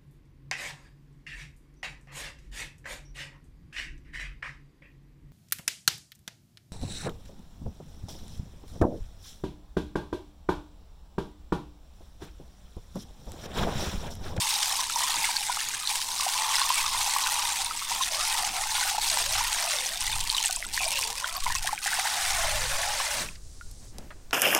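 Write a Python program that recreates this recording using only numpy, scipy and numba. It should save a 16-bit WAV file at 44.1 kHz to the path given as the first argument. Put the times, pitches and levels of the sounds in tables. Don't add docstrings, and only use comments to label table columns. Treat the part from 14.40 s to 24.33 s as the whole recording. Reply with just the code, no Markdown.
import sys
import numpy as np
from scipy import signal
from scipy.fft import rfft, irfft
from scipy.io import wavfile
from scipy.ndimage import uniform_filter1d
from numba import njit

SR = 44100
rng = np.random.default_rng(int(sys.argv[2]) if len(sys.argv) > 2 else 0)


def store_pcm(level_fs):
    pcm = np.round(np.clip(level_fs, -1, 1) * 32767).astype(np.int16)
    wavfile.write(sys.argv[1], SR, np.atleast_2d(pcm).T)


N = 437892
TIME = np.arange(N) / SR

# freq_hz, relative_db
SPRAY_TONE = [(400, -27.5), (800, -24), (1500, -10), (3000, 0), (4500, -0.5), (5800, 0.5), (7200, -1.5),
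              (8800, 0.5), (9800, -2.5), (11000, -9), (13500, -10.5), (15800, -15)]


def spray(surge):
    s, size, sign, _ = shower(count=90000, scatter_db=6.7)
    clicks = np.bincount((s * SR).astype(int), size * np.sign(sign - .5), N)
    s, size, place, spread = shower(count=44000, scatter_db=6.0)
    hz = 3400 * 4.323 ** place
    cycles = 27 * np.exp(0.678 * spread)
    fizz = ring(s, hz, cycles, size * np.sqrt(hz), rise=.05, swell=2.2)
    patter = colour(clicks, SPRAY_TONE) + undb(-1.5) * colour(fizz, SPRAY_TONE)
    return steady(patter * undb(2.0 * surge))


# time_s, pitch_hz
CHURN_PITCH = [(0, 3200), (1.1, 2750), (2.6, 3000), (3.8, 2559), (5.3, 2439), (5.9, 3309), (6.6, 2909),
               (7.3, 2202), (8.8, 2259)]


def small_bubbles(surge):
    s, size, _, spread = shower(count=40000, scatter_db=4.7)
    typical_hz = np.interp(s, *np.transpose(CHURN_PITCH))
    hz = np.minimum(typical_hz * np.exp(.35 * rng.standard_normal(len(s))), SR / 4)
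    cycles = 30 * np.exp(0.74 * spread)
    crackle = ring(s, hz, cycles, size, rise=0.0328, swell=0.735)
    return steady(low_cut(crackle, 586) * undb(3.0 * surge))


POCKET_HZ = 902.5


def gurgle():
    pitch = pocket_pitch() * np.exp(0.02 * walk(18))
    s, size, _, spread = shower(count=4200, scatter_db=4.5)
    centre = pitch[(s * SR).astype(int)]
    small = centre / POCKET_HZ
    hz = centre * np.exp(0.063 * small ** 1.2 * spread)
    cycles = np.full(len(s), 36.)
    pocket = ring(s, hz, cycles, size, rise=0.04, swell=1.2)
    overtone = ring(s, hz * 1.6, cycles * 1.74, size * undb(-18) / small ** 2, rise=0.037, swell=1.2)
    s, size, _, spread = shower(count=4200, scatter_db=4.0)
    small = pitch[(s * SR).astype(int)] / POCKET_HZ
    hz = 975 * small ** .1 * np.exp(0.12 * spread)
    fragments = ring(s, hz, np.full(len(s), 33.), size / small ** 2.2, rise=0.028, swell=1.3)
    return steady(low_cut(pocket + overtone + undb(-1.5) * fragments, 400))


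# start_s, length_s, settle_by_20_db_s, spray_db, churn_db, gurgle_db, first_pocket_hz, last_pocket_hz
STROKES = [(-.03, 0.304, 1.43, -28.5, -36.5, -35.5, 988, 853), (0.546, 0.31, 1, -31, -37, -37, 992.5, 939),
           (1.017, 0.44, 1.16, -35, -41, -46, 835, 1050), (1.459, 0.335, 0.01, -32.5, -47, -38, 943, 940.4),
           (1.766, 0.1414, 0.04, -30.5, -39, -36.5, 985, 902),
           (1.9, 0.552, 3.5, -30, -36.5, -34, 980, 1025), (2.59, 0.656, 0.08, -32.5, -39, -36.5, 955, 867),
           (3.347, 0.093, 0.72, -39.5, -46, -61.5, 1058, 1156),
           (3.474, 0.1183, 0.16, -33, -38.5, -36, 925, 926),
           (3.596, 0.1547, 1.11, -30.5, -37, -43, 796.4, 590.3),
           (3.834, 0.288, 2, -32, -37, -36, 931, 751.4), (4.295, 0.234, 0.29, -30, -36, -38, 978, 782),
           (4.596, 0.1963, 1.1, -29, -36.5, -40, 988, 440), (4.899, 0.169, 0.89, -33, -35.5, -36, 794, 960),
           (5.097, 0.313, 1.01, -31.5, -38, -42, 822, 505), (5.583, 0.157, 1.41, -33, -37, -41, 900, 841),
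           (5.887, 0.2897, 0.19, -33, -44.5, -39.5, 1042, 660),
           (6.323, 0.328, 0.426, -31.5, -41, -42, 904.6, 427),
           (6.739, 0.235, 0.47, -37.5, -40.5, -44.5, 536.4, 819),
           (7.022, 0.133, 0.5, -35, -40, -43, 1004, 842), (7.217, 0.078, 0.3, -36.5, -39.5, -46, 771, 805),
           (7.411, 0.496, .5, -31, -35, -38.5, 870, 740),
           (7.86, 0.3904, 0.3, -32.5, -36, -37.5, 789, 511.6),
           (8.269, .55, 0.12, -32.5, -35.5, -39.5, 554, 615)]
# attack_s, sag_db over the stroke, settling_speed factor, trim_db
SPRAY_SHAPE = (0.0245, -0.12, 1.284, -0.125)
CHURN_SHAPE = (0.0569, 0.816, 1.242, 0.45)
GURGLE_SHAPE = (0.0623, 2.06, 1.56, 1.04)


def stroke_gain(column, shape):
    attack_s, sag_db, settling_speed, trim_db = shape
    power = np.zeros(N)
    for row in STROKES:
        start, length, settle_s = row[:3]
        first = max(int(start * SR), 0)
        age = TIME[first:first + 2 * SR] - start
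        sag = sag_db * np.minimum(age / length, 1)
        settle = 20 * settling_speed * np.maximum(age - length, 0) / settle_s
        attack = np.clip(age / attack_s, 0, 1)
        power[first:first + len(age)] += (attack * undb(row[column] - sag - settle)) ** 2
    return np.sqrt(power) * undb(trim_db)


POCKET_LAG_S, POCKET_TURN = 0.03334, 0.92


def pocket_pitch():
    times, pitches = [], []
    for start, length, *_, first_hz, last_hz in STROKES:
        times += [start + POCKET_LAG_S, start + POCKET_LAG_S + POCKET_TURN * length]
        pitches += [first_hz, last_hz]
    return np.exp(np.interp(TIME, np.maximum.accumulate(times), np.log(pitches)))


# peak_s, half_width_s, added_power_db relative to the running water
SPLASHES = [(.84, 0.0314, -2), (1.53, 0.043, -1.5), (2.19, 0.072, -2), (2.38, 0.046, -2),
            (6.055, 0.035, -1), (6.55, 0.06, -6), (7.156, 0.0053, 1.5), (7.272, 0.0058, 6),
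            (7.44, 0.0115, -1)]


def splashes():
    return swells(SPLASHES, rest_db=0)


# deepest_s, half_width_s, dip_db
LULLS = [(0.479, 0.025, -3.5), (3.7, 0.011, -10), (4.574, 0.0094, -5), (4.115, 0.0225, -6.5),
         (1.67, .055, -3), (6.2, 0.031, -7.5)]


def lulls():
    dip_db = np.zeros(N)
    for s, width, db in LULLS:
        near = slice(*np.searchsorted(TIME, [s - 3 * width, s + 3 * width]))
        dip_db[near] += db * np.exp(-((TIME[near] - s) / width) ** 2)
    return undb(dip_db)


# time_s, sputter (0-1)
SPUTTER = [(0, 0.33), (1.2, 0.43), (2.1, 0.35), (5.2, 0.31), (5.8, 0.86), (7.4, 1), (7.7, 0.14), (9, 0.08)]
THINNING_DB = -10


def shower(count, scatter_db):
    u = rng.random((count, 6))
    sputter = np.interp(u[:, 0] * N / SR, *np.transpose(SPUTTER))
    kept = u[:, 5] < undb(THINNING_DB * sputter)
    u, uneven = u[kept], 0.423 + 0.589 * sputter[kept]
    tail = np.minimum(-np.log(1 - u[:, 1]), 4.5)
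    bell = (u[:, 3] - u[:, 4]) * np.sqrt(6)
    return u[:, 0] * N / SR, undb(scatter_db * uneven * tail), u[:, 2], bell


def stream_surge():
    clumps = 0.39 * walk(55) + 0.505 * walk(190) + 0.988 * walk(700)
    return clumps * (0.708 + 0.65 * curve(SPUTTER))


# start_s, pitch_hz, level_db before make-up gain, cycles to fall 60 dB
LOUD_BUBBLES = [(.392, 1000, -24, 24), (.498, 1330, -27, 20), (.559, 5700, -14, 16), (0.56, 918, -22, 32),
                (.637, 986, -25.5, 33), (.842, 2086, -22, 39), (.89, 924, -23, 21), (.967, 4403, -15, 32.3),
                (1.096, 962.6, -21, 29.5), (1.171, 1228, -21.5, 13.3), (1.474, 4100, -13.5, 18.7),
                (1.797, 1130, -24, 18), (1.864, 765.4, -21.5, 19.8), (2.215, 1072, -22, 34),
                (2.303, 1007, -15.5, 24), (2.355, 7800, -20, 32), (2.763, 1054, -16.5, 15),
                (3.309, 1267, -27, 28), (3.422, 1237, -27.5, 15), (3.515, 957, -24.5, 30),
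                (3.609, 1045, -22.5, 28.8), (3.636, 3490, -13.5, 17), (4.348, 882, -27, 34.6),
                (4.548, 841, -25, 16.5), (4.581, 838, -19, 18.6), (4.7, 4500, -16.5, 27.4),
                (4.77, 902, -21, 19.3), (5.007, 969, -24, 37.7), (5.276, 2590, -26, 30),
                (5.9, 4220, -9, 15.9), (5.948, 3940, -17, 30.7), (5.951, 1090, -29.5, 26),
                (5.982, 3042, -17, 32), (6.059, 7930, -12.5, 41), (6.075, 7200, -14, 12.3),
                (6.162, 7620, -13.5, 20.6), (6.226, 2050, -18, 12), (6.343, 4445, -22.5, 35.48),
                (6.377, 1850, -18, 21), (6.629, 2460, -15.5, 12.9), (6.843, 1457, -17.5, 17.2),
                (7.063, 980, -20.5, 30.7), (7.067, 2100, -26, 33), (7.078, 890, -26.5, 35),
                (7.152, 6400, -14.5, 18.4), (7.246, 727, -31, 24), (7.29, 1064, -28, 38),
                (7.328, 855, -23, 36.2), (7.378, 2346, -22, 16.1), (7.459, 792, -29, 29.5),
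                (7.476, 1636, -19.5, 20.7), (7.532, 1660, -21.5, 24), (7.587, 780, -24, 26),
                (7.652, 870, -25, 34), (7.672, 1620, -23.5, 28), (8.6, 1080, -24, 32),
                (8.888, 2500, -30, 20)]


def loud_bubbles():
    s, hz, db, cycles = np.array(LOUD_BUBBLES, float).T.copy()
    return low_cut(ring(s, hz, cycles, undb(db + 9.5), rise=0.0416, swell=1.495), 536)


# start_s, length_s, first_pitch_hz, last_pitch_hz, rms_db before low cut
STRINGS = [(.58, 0.19, 3590, 3450, -39), (2.36, 0.055, 2420, 2504, -34), (3.758, 0.0815, 1148, 1318, -38),
           (6.385, .06, 2516, 2530, -34), (6.499, 0.101, 2455, 2750, -35.5), (6.601, 0.169, 944, 984, -46),
           (6.785, .11, 920, 995, -42), (6.938, 0.0543, 1155, 1012, -39), (7.09, .05, 1750, 1850, -37),
           (8.37, .18, 655.4, 960, -38.5)]
BUBBLES_PER_S, PITCH_SPREAD, STRING_CYCLES = 150, .05, 40.


def bubble_strings():
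    out = np.zeros(N)
    for start, length, first_hz, last_hz, db in STRINGS:
        count = int(length * BUBBLES_PER_S) + 1
        u = rng.random((count, 3))
        along = (np.arange(count) + u[:, 0]) / count
        glide_hz = first_hz * (last_hz / first_hz) ** along
        hz = glide_hz * np.exp(PITCH_SPREAD * np.sqrt(3) * (2 * u[:, 1] - 1))
        size = np.sqrt(np.sin(np.pi * along)) * (.5 + u[:, 2])
        cycles = np.full(count, STRING_CYCLES)
        burble = ring(start + length * along, hz, cycles, size, rise=0.082, swell=1.57)
        out += burble * undb(db) / np.sqrt(burble @ burble / (length * SR))
    return low_cut(out, 554)


def drip(start=9.211, pitch_hz=1418., db=-34, linger_db=-17):
    s, pitch, size = np.array([start]), np.array([pitch_hz]), undb([db])
    plink = ring(s, pitch, np.array([50.]), size, rise=.03, swell=.1)
    linger = ring(s, pitch, np.array([210.]), size * undb(linger_db), rise=.06, swell=.1)
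    snap = ring(s, pitch * 1.3, np.array([9.]), size * undb(-4.5), rise=0.086, swell=0.026)
    return low_cut(plink + linger + snap, 1200)


# start_s, peak_db, band_hz (band runs from 0.5 to 1.565 times this), t60_s
TICKS = [(8.955, -36.5, 3180, 0.035), (9.312, -37.5, 8060, 0.028), (9.584, -25.5, 6080, 0.0101),
         (9.586, -34.5, 370, 0.07), (9.705, -35.5, 1250, 0.09), (9.909, -28, 4700, 0.0066),
         (9.908, -35.5, 1290, 0.077)]


def ticks():
    out = np.zeros(N)
    for s, db, hz, t60 in TICKS:
        first = int(s * SR)
        age = TIME[:min(N - first, SR // 4)]
        edges = [hz / 2, min(hz * 1.565, SR / 2 - 1000)]
        band = signal.butter(2, edges, "band", fs=SR, output="sos")
        decay = np.exp(-np.log(1000) * age / t60)
        burst = signal.sosfilt(band, rng.standard_normal(len(age)) * decay)
        out[first:first + len(age)] += undb(db) * burst / np.abs(burst).max()
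    return out


def thump(start=8.81, hz=167.7, db=-47.0, cycles=129.0):
    return ring(np.array([start]), np.array([hz]), np.array([cycles]), undb([db]), rise=0.0037, swell=3.5)


def sink(x, echo_db=-19.5):
    out = x
    for delay in np.geomspace(.0015, .016, num=5):
        path = delay * np.exp(0.0805 * walk(5))
        out = out + undb(echo_db - 21.3 * delay) * np.interp(TIME - path, TIME, x)
    return out


# peak_s, half_width_s, level_db before wandering
SWIRLS = [(.785, .05, -59), (8.83, 0.053, -49.5), (9.55, 0.03, -55), (9.605, 0.03, -52.5), (9.66, .03, -59),
          (9.8, 0.19, -58)]
# freq_hz, relative_db
SLOSH_TONE = [(60, -6), (190, 6.5), (300, 3), (550, -2), (1000, -9), (2500, -14), (8000, -28.5),
              (15000, -31.5)]


def slosh():
    surges = swells(SWIRLS, rest_db=-63)
    return colour(rng.standard_normal(N), SLOSH_TONE) * surges * undb(3.11 * walk(18))


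def trickle():
    tone = [(300, -20.5), (700, -2.0), (2500, -9.5), (6000, -12.5)]  # freq_hz, relative_db
    return colour(rng.standard_normal(N), tone) * undb(-68 + 3.6 * walk(22))


# peak_s, half_width_s, level_db before wandering
GUSTS = [(2.53, 0.093, -41.5), (3.9, 1, -47), (4.95, 0.136, -38), (5.75, 0.166, -37), (6.4, 0.31, -42),
         (7.14, 0.114, -33.5), (8.17, 0.205, -33.5), (9.2, 0.7, -40.5)]
# freq_hz, relative_db
AIR_TONE = [(15, 11), (30, 4), (55, -4.5), (100, -8), (180, -32), (900, -55.5)]


def air():
    gust = swells(GUSTS, rest_db=-51) * undb(1.04 * walk(9.9))
    rumble = colour(rng.standard_normal(N), AIR_TONE) * gust
    eddy_tone = [(50, -3.5), (115, -5.5), (400, -42.0), (2000, -66.5)]  # freq_hz, relative_db
    eddies = colour(rng.standard_normal(N), eddy_tone) * gust ** 2 * undb(23.5)
    return rumble + eddies


# freq_hz, relative_db
HISS_TONE = [(60, -0.5), (110, -0.5), (200, -9.5), (550, -15.5), (750, -41.5), (2300, -25), (4000, -9.5),
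             (5700, -6.5), (8700, -7.5), (11000, -17.5), (15000, -36.5)]


def hiss():
    level_db = -55.5 - np.interp(TIME, (9.5, 9.56), [0, 7])
    return colour(rng.standard_normal(N), HISS_TONE) * undb(level_db + 0.75 * walk(25))


@njit
def ring(start, hz, cycles, size, rise, swell):
    out = np.zeros(N)
    for k in range(len(start)):
        first, length = int(start[k] * SR), cycles[k] * SR / hz[k]
        step = 2 * np.pi * hz[k] / SR
        turn, glide = np.exp(1j * step - np.log(1000) / length), np.exp(1j * step * rise / length)
        z, shut, opening = size[k] + 0j, 1., np.exp(-hz[k] / SR / swell)
        for i in range(max(0, min(int(length), N - first))):
            out[first + i] += z.imag * (1 - shut)
            z, turn, shut = z * turn, turn * glide, shut * opening + 1e-18
    return out


def undb(db):
    return 10 ** (np.asarray(db) / 20)


def curve(table, axis=1):
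    rows = np.array(table)
    return np.interp(TIME, rows[:, 0], rows[:, axis])


def colour(x, points):
    hz, db = np.transpose(points)
    f = np.arange(N // 2 + 1) * SR / N
    gain = undb(np.interp(np.log(f + 1), np.log(hz), db))
    y = irfft(rfft(x) * gain, N)
    return y / y.std()


def steady(x, span_s=0.0834):
    size = int(span_s * SR)
    power = uniform_filter1d(uniform_filter1d(x ** 2, size), size // 2)
    return x / np.sqrt(np.abs(power) + 1e-12)


def walk(rate):
    knots = rng.standard_normal(4096)
    return np.interp(TIME * rate, np.arange(len(knots)), knots) * np.sqrt(3 / 2)


def low_cut(x, hz):
    return signal.sosfilt(signal.butter(4, hz, "high", fs=SR, output="sos"), x)


def swells(table, rest_db):
    power = np.full(N, undb(rest_db) ** 2)
    for s, width, db in table:
        near = slice(*np.searchsorted(TIME, [s - 3 * width, s + 3 * width]))
        power[near] += undb(db) ** 2 * np.exp(-((TIME[near] - s) / width) ** 2)
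    return np.sqrt(power)


def patchy(x, depth_db, rate):
    out, rest = np.zeros(N), x
    for edge in 1500 * np.sqrt(2) ** np.arange(7):
        band = signal.sosfiltfilt(signal.butter(3, edge, fs=SR, output="sos"), rest)
        out, rest = out + band * undb(depth_db * walk(rate)), rest - band
    return out + rest * undb(depth_db * walk(rate))


def scene():
    surge, wobble, splash = stream_surge(), walk(20), splashes()
    spray_gain = stroke_gain(column=3, shape=SPRAY_SHAPE) * splash * undb(0.384 * wobble)
    churn_gain = stroke_gain(column=4, shape=CHURN_SHAPE) * splash ** 1.875 * undb(0.86 * wobble)
    water = spray(surge) * spray_gain + small_bubbles(surge) * churn_gain
    water = patchy(water, depth_db=1.1338, rate=45)
    gulps = undb(2 * (.5 + curve(SPUTTER)) * walk(20))
    water += gurgle() * stroke_gain(column=5, shape=GURGLE_SHAPE) * gulps
    in_sink = water * lulls() + bubble_strings() + loud_bubbles() + drip() + ticks()
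    background = slosh() + trickle() + air() + hiss()
    return (sink(in_sink) + thump() + background)[None]


def record(dry):
    return signal.sosfilt(signal.ellip(10, .2, 70, 15800, fs=SR, output="sos"), dry)


dry = scene()
out = record(dry)
store_pcm(out)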